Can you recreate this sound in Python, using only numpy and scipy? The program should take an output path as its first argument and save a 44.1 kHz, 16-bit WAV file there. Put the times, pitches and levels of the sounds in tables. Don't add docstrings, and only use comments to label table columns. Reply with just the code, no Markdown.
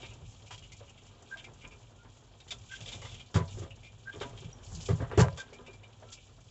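import sys
import numpy as np
from scipy import signal
from scipy.fft import rfft, irfft
from scipy.io import wavfile
from scipy.ndimage import uniform_filter1d

SR = 44100
rng = np.random.default_rng(int(sys.argv[2]) if len(sys.argv) > 2 else 0)


def wav_out(sig):
    wavfile.write(sys.argv[1], SR, np.round(np.clip(np.atleast_2d(sig).T, -1, 1) * 32767).astype(np.int16))


N = 286650
HIT_T = np.arange(int(0.3 * SR)) / SR


def undb(db):
    return 10 ** (np.asarray(db) / 20)


def unit(x):
    return x / x.std()


def band(x, low_hz, high_hz):
    return signal.sosfilt(signal.butter(2, [low_hz, high_hz], "band", fs=SR, output="sos"), x)


def colour(x, spectrum):
    hz, db = np.transpose(spectrum)
    grid = np.maximum(np.arange(len(x) // 2 + 1) * SR / len(x), 1)
    gain_db = np.interp(np.log(grid), np.log(hz), db, -120, -120)
    y = irfft(rfft(x) * undb(gain_db), len(x))
    return y / np.sqrt(np.mean(y ** 2))


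def walk(rate):
    hold = int(SR / rate)
    steps = np.repeat(rng.standard_normal(N // hold + 1), hold)
    return 1.02 * uniform_filter1d(uniform_filter1d(steps, hold), hold)[:N]


def slips(rate, tail_s, spread_db, depth):
    starts = (rng.random(N) < rate / SR) * undb(spread_db * rng.exponential(size=N))
    slides = signal.lfilter([1], [1, -np.exp(-1 / (tail_s * SR))], starts)
    gain = 1 + depth * uniform_filter1d(slides, size=150)
    return gain / np.sqrt(np.mean(gain ** 2))


def ring(modes, near_hz, favour_db, octaves, scatter_db):
    hz, db, t60 = (c[:, None] for c in np.transpose(modes))
    level_chance, pitch_chance = rng.standard_normal((2, len(modes), 1))
    favour = np.exp(-(np.log2(hz / near_hz) / octaves) ** 2)
    db = db + favour_db * favour + scatter_db * level_chance
    sines = np.sin(2 * np.pi * hz * (1 + 0.014 * pitch_chance) * HIT_T)
    return np.sum(undb(db - 60 * HIT_T / t60) * sines, axis=0)


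def strike(taps, modes):
    return signal.fftconvolve(taps, modes)[:len(taps)]


def crumble(length_s, rise_s, tail_s, grit_db):
    shape = np.minimum(HIT_T / rise_s, 1) * np.exp(-np.maximum(HIT_T - length_s, 0) / tail_s)
    return shape * rng.standard_normal(len(HIT_T)) * undb(grit_db * rng.exponential(size=len(HIT_T)))


def add(out, sound, s, peak_db):
    peak = np.sqrt(2 * uniform_filter1d(sound ** 2, size=400).max())
    i = max(int(s * SR), 0)
    out[i:i + len(sound)] += (sound * undb(peak_db) / peak)[:N - i]


def grains():
    return rng.standard_normal(N) * undb(1.44 * rng.exponential(size=N))


# frequency in Hz, relative density in dB.
RUMBLE_SPECTRUM = [(15, -43), (25, -17), (43, 8), (69, -1.5), (103, 10.5), (209, -13), (248, -9),
                   (280, -38), (360, -67.5), (620, -120)]


def frame_rumble(rumble_db):
    return colour(grains(), RUMBLE_SPECTRUM) * undb(rumble_db + 1.2 * walk(5.3))


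# frequency in Hz, relative density in dB.
ROLLING_SPECTRUM = [(140, -30.5), (230, -0.5), (287, -6.5), (412, -4.5), (602, -8), (679, -7), (802, -8),
                    (2100, -21.5), (2730, -47), (4620, -120)]
# nominal frequency in Hz, relative level in dB,
# 60 dB decay time in s.
BED_MODES = [(55, -17, .2), (95, 16, 0.16), (114.2, 16.5, 0.15), (151.8, 6.5, 0.23), (158, 2, 0.13),
             (208.6, -20.5, 0.11), (246.4, -10, 0.25), (326, -28.5, 0.25), (413, -8.5, 0.16),
             (405, -20, 0.026), (496, -10.5, 0.13), (559, -12.5, 0.25), (673, -15.5, 0.26),
             (695, -26.5, 0.26), (887, -22.5, 0.14), (980, -18.5, 0.13), (1003, -13.5, 0.22),
             (1213, -2.5, 0.027), (1345, -17, 0.081), (1589, -21, 0.12)]


def rolling_clods(rolling_db):
    frame = ring([m for m in BED_MODES if m[0] > 200], 420, 0, 1, 0)
    push = rng.standard_normal(N) * slips(16, 0.047, 3.46, 3.5)
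    hum = unit(signal.fftconvolve(push, frame)[:N])
    rolling = colour(grains() * slips(46, 0.019, 0.64, 0.88), ROLLING_SPECTRUM)
    return (rolling + undb(-9.0) * hum) * undb(rolling_db)


# frequency in Hz, relative density in dB.
CHATTER_SPECTRUM = [(1120, -32.5), (1900, -55), (2290, 10.5), (2500, 6.5), (3250, 12), (3630, 8), (4040, 4),
                    (4600, -14), (5980, -51), (10100, -120)]


def mesh_chatter(chatter_db, slide):
    return colour(grains() * slide * slips(30, 0.0049, 1.7, 1.0), CHATTER_SPECTRUM) * undb(chatter_db)


# frequency in Hz, relative density in dB.
SOIL_SPECTRUM = [(2470, -21), (4200, -2.5), (4920, -2), (5930, -2.5), (6330, -2), (7310, 1), (7820, -8.5),
                 (8460, -53.5), (11000, -73), (18600, -120)]


def sifting_soil(soil_db, chatter_db, slide):
    crumbs = band(colour(grains() * slide * slips(56, 0.01, 3.6, 1.1), SOIL_SPECTRUM), 2400, 4920)
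    sand = band(colour(grains() * slide * slips(40, 0.0092, 3.0, 0.69), SOIL_SPECTRUM), 5370, 11000)
    return crumbs * undb((soil_db + chatter_db) / 2 - 2.5) + sand * undb(soil_db)


# time in seconds, then the nominal levels in dB of rumble, rolling,
# mesh chatter and sifting soil.
LOAD_LEVELS = [(0, -57.5, -54.5, -55.5, -58.5), (0.15, -51.5, -63, -66.5, -65.5),
               (0.6, -54.5, -63.5, -65.5, -65), (1.1, -59, -64, -67.5, -68), (1.55, -55.5, -62, -66.5, -66),
               (2.3, -59, -64.5, -70.5, -71), (2.62, -51.5, -63, -66.5, -64.5),
               (2.72, -56.5, -68, -61.5, -59), (2.95, -50, -55.5, -56.5, -57),
               (3.2, -49.5, -65.5, -61, -61.5), (3.29, -63, -62, -67, -70.5),
               (3.55, -43.5, -59.5, -63, -55), (3.7, -52, -64, -67.5, -71),
               (4.1, -57.5, -65.5, -66.5, -67.5), (4.3, -47.5, -58.5, -64.5, -65),
               (4.45, -50, -59.5, -60, -60), (4.53, -56.5, -61, -67.5, -73), (4.72, -48.5, -60.5, -64, -53),
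               (4.86, -49, -57.5, -56.5, -51), (5.1, -45, -50, -65.5, -69), (5.4, -56.5, -58, -63.5, -65),
               (5.8, -55.5, -61.5, -69.5, -71), (6.1, -57, -63.5, -65, -64), (6.5, -56, -65.5, -71, -67.5)]


def tumbling():
    s, *columns = np.transpose(LOAD_LEVELS)
    rumble_db, rolling_db, chatter_db, soil_db = (np.interp(np.arange(N) / SR, s, c) for c in columns)
    slide = slips(22, 0.015, 2, 0.45)
    return (frame_rumble(rumble_db) + rolling_clods(rolling_db)
            + mesh_chatter(chatter_db, slide) + sifting_soil(soil_db, chatter_db, slide))


# start in seconds, peak level in dB,
# pitch approached in Hz, length before the trail-off in s.
SQUEAK_EVENTS = [(1.3, -36.5, 1602, 0.045), (1.94, -59.5, 1430, 0.095), (2.69, -38.5, 1594, 0.052),
                 (4.048, -37, 1607, 0.054), (4.525, -49, 5800, 0.0057), (5.378, -38, 1590, 0.04),
                 (6.034, -60, 1360, 0.1)]


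def squeaks():
    out, t = np.zeros(N), np.arange(int(0.25 * SR)) / SR
    for s, peak_db, hz, length_s in SQUEAK_EVENTS:
        after = np.maximum(t - length_s, 0)
        swell = np.minimum(t / (0.68 * length_s), 1) ** 2
        trail = np.exp(-after / 0.0053) + 0.22 * np.exp(-after / 0.047)
        noise = rng.standard_normal((2, len(t)))
        pitch_rough, level_rough = uniform_filter1d(noise, size=250) * np.sqrt(250)
        glide = -0.07 * np.exp(-t / (0.38 * length_s))
        pitch_hz = hz * (1 + glide + (0.01 + 0.5 * after) * pitch_rough)
        tone = np.sin(2 * np.pi * np.cumsum(pitch_hz) / SR)
        add(out, swell * trail * tone * undb(3.1 * level_rough), s, peak_db)
    return out


# nominal frequency in Hz, relative level in dB,
# 60 dB decay time in s.
MESH_MODES = [(2130, -4.5, 0.08), (2400, -1.5, 0.11), (2702, 3, 0.037), (2932, 0.5, 0.051),
              (3260, 6, 0.017), (3510, 0, 0.034), (3720, 2, 0.033)]
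# time in seconds, peak level in dB, favoured pitch in Hz,
# grit peak level in dB, scrape length in s.
RATTLE_EVENTS = [(0.03, -44.5, 2480, -73, 0.027), (0.102, -53, 2750, -71, 0.025),
                 (0.32, -61.5, 3100, -69, .008), (0.421, -61, 3220, -63, .01),
                 (0.463, -54.5, 2860, -61, .016), (0.509, -46.5, 2990, -51, 0.037),
                 (0.579, -52, 3240, -55.5, 0.0064), (0.6252, -50.5, 2940, -63, 0.028),
                 (0.7202, -51, 2240, -52, 0.011), (0.838, -61, 2900, -74, 0.01),
                 (0.878, -54.5, 2900, -75, 0.032), (0.977, -54.5, 3040, -74, 0.014),
                 (1.0497, -63, 2940, -62.5, 0.02), (1.372, -48.5, 3280, -59, .012),
                 (1.3905, -46, 3080, -75, 0.01), (1.443, -45.5, 2380, -56, 0.0057),
                 (1.6126, -51, 2270, -72, 0.041), (1.6433, -45, 2400, -84, 0.011),
                 (1.7117, -52.5, 2450, -64, 0.027), (2.4037, -53, 3850, -61, 0.0071),
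                 (2.479, -54, 3270, -54, 0.015), (2.5079, -35, 3500, -42, 0.013),
                 (2.7136, -46.5, 3180, -54, 0.054), (2.8071, -45.5, 3380, -51.5, 0.026),
                 (2.8594, -42, 3400, -53, 0.006), (2.878, -42.5, 3270, -48, .022),
                 (2.9224, -39.5, 3520, -47, 0.017), (3.0171, -48, 2060, -54.5, 0.042),
                 (3.052, -49, 3530, -55, 0.084), (3.1442, -46, 3200, -52, 0.0074),
                 (3.197, -46, 3200, -59, 0.014), (3.3433, -41.5, 3350, -40, 0.031),
                 (3.48, -55, 3500, -65, 0.028), (3.6237, -55.5, 3440, -58, 0.016),
                 (3.707, -48, 2740, -69, 0.013), (3.832, -51.5, 2300, -62.5, 0.043),
                 (4.127, -48.5, 3160, -65, 0.0074), (4.2024, -46, 3640, -54, 0.03),
                 (4.215, -44.5, 3100, -51, 0.014), (4.375, -49, 3100, -58, 0.016),
                 (4.446, -54, 3120, -64, 0.0069), (4.7506, -75, 3220, -45, 0.0049),
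                 (4.806, -54, 3230, -48, 0.029), (4.8875, -48, 2050, -50.5, 0.026),
                 (5.1163, -51, 1950, -67.5, 0.073), (5.1758, -38.5, 2800, -37.5, 0.029),
                 (5.1944, -39, 2920, -29.5, 0.019), (5.3744, -44, 3390, -46.5, 0.034),
                 (5.5314, -52, 2390, -56.5, 0.016), (5.6644, -49, 2480, -61, 0.014),
                 (5.732, -56, 2330, -59.5, 0.012), (5.8345, -51, 2340, -77, 0.0062),
                 (6.175, -54, 2450, -77, 0.0054), (6.124, -48, 3380, -45, 0.012)]


def rattles():
    out = np.zeros(N)
    for s, peak_db, hz, grit_db, scrape_s in RATTLE_EVENTS:
        taps = crumble(scrape_s, 0.0015, 0.014, 2.8)
        taps = taps * (1 + 0.84 * np.exp(-HIT_T / 0.002))
        wires = unit(strike(taps, ring(MESH_MODES, hz, 9, 0.15, 3)))
        scrape = unit(band(taps, hz / 1.099, hz * 1.065))
        rattle = wires + undb(-4.5) * scrape + undb(-6.0) * colour(taps, CHATTER_SPECTRUM)
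        add(out, rattle, s - 0.002, peak_db)
        grit = colour(crumble(scrape_s, 0.0015, 0.015, 3.07), SOIL_SPECTRUM)
        add(out, grit, s - 0.002, grit_db)
    return out


def boom(low_modes, hz, contact_s):
    push = band(crumble(contact_s, 0.0046, 0.0039, 0), 68, 320)
    swing = unit(strike(push, ring(low_modes, hz, 6.4, 0.39, 0.8)))
    thump = unit(band(band(push, 125, 167), 125, 167))
    return swing + undb(-11.5) * thump


def knock(middle_modes, hz, contact_s):
    taps = crumble(0.41 * contact_s, 0.00086, 0.013, 3.23)
    metal = unit(strike(taps, ring(middle_modes, hz, 11.0, 0.15, 4.2)))
    stone = unit(band(taps, hz / 1.207, hz * 1.107))
    return metal + undb(0.5) * stone


def clack(high_modes, contact_s):
    taps = crumble(0.45 * contact_s, 0.0043, 0.022, 3.87)
    metal = unit(strike(taps, ring(high_modes, 1000, 0, 1, 3)))
    crumbs = unit(band(taps, 720, 1720))
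    return metal + undb(1.0) * crumbs


# time in seconds, knock peak level in dB, knock pitch in Hz,
# clack peak level in dB, boom peak level in dB, favoured boom pitch in Hz.
DROP_EVENTS = [(0.031, -48, 367, -57, -59, 82.5), (0.213, -59, 358, -73, -43, 100),
               (0.506, -51.5, 704, -45.5, -57, 107), (0.806, -47, 488, -60, -58, 125),
               (1.357, -53, 656, -55.5, -61, 95), (1.641, -54.5, 272, -52.5, -52, 123),
               (2.047, -63, 517, -58, -53, 94), (2.514, -50, 650, -50, -54, 72.7),
               (2.802, -55, 600, -61, -45, 110), (2.86, -52, 500, -60, -57, 101),
               (2.945, -54.5, 564, -78, -40, 121), (3.018, -51, 530, -51, -57, 120),
               (3.047, -52.5, 507, -48, -56, 110), (3.344, -37.5, 283, -34, -16.5, 118),
               (3.36, -30.5, 438, -34, -32, 95), (3.398, -37, 420, -43, -27, 97.6),
               (3.573, -41.5, 383, -57.5, -38.5, 94), (3.619, -40, 350, -51.5, -44, 109),
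               (3.66, -51.5, 600, -69, -66, 100), (4.132, -47, 332, -53.5, -50, 99.6),
               (4.159, -41.5, 416, -56, -42, 112), (4.211, -33.5, 430, -38.5, -44, 94.2),
               (4.24, -42.5, 287, -57, -55, 90), (4.33, -50, 400, -57, -44, 95),
               (4.42, -49.5, 412, -58.5, -62, 101), (4.441, -57, 480, -67, -36, 121),
               (4.48, -52, 440, -63.5, -62, 95), (4.726, -79, 360, -65.5, -36.5, 73.4),
               (4.766, -72, 354, -70, -36.5, 95), (4.887, -27.5, 434, -39, -24, 72),
               (4.904, -38, 400, -43.5, -21, 92), (5.001, -33, 286, -43, -27.5, 101),
               (5.022, -40, 593, -43.5, -35.5, 95), (5.113, -34, 428, -38.5, -59, 72.3),
               (5.177, -16.5, 385, -28, -12.5, 85), (5.193, -20.5, 414, -24.5, -14, 102),
               (5.244, -34, 578, -37, -23, 98), (5.32, -47, 556, -73, -38.5, 83),
               (5.376, -48, 540, -45.5, -54, 99.6), (5.526, -47.5, 475, -64, -63, 101.8),
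               (5.68, -46.5, 428, -59, -70.5, 97), (6.024, -48.5, 608, -58.5, -53, 88)]


def drops():
    out = np.zeros(N)
    contact_s, boom_top_hz, knock_top_hz = 0.0303, 270, 780
    edges = (0, boom_top_hz, knock_top_hz, SR)
    low, middle, high = ([m for m in BED_MODES if a < m[0] <= b] for a, b in zip(edges, edges[1:]))
    for s, knock_db, knock_hz, clack_db, boom_db, boom_hz in DROP_EVENTS:
        add(out, boom(low, boom_hz, contact_s), s - 0.004, boom_db)
        add(out, knock(middle, knock_hz, contact_s), s - 0.002, knock_db)
        add(out, clack(high, contact_s), s - 0.002, clack_db)
    return out


def scene():
    return (tumbling() + squeaks() + rattles() + drops())[None]


def record(dry):
    top_hz, ceiling = 8450, 0.45
    rounded = ceiling * np.tanh(dry / ceiling)
    cut = signal.sosfilt(signal.ellip(12, 0.2, 90, top_hz, fs=SR, output="sos"), rounded)
    return cut + undb(-103) * rng.standard_normal(dry.shape)


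dry = scene()
out = record(dry)
wav_out(out)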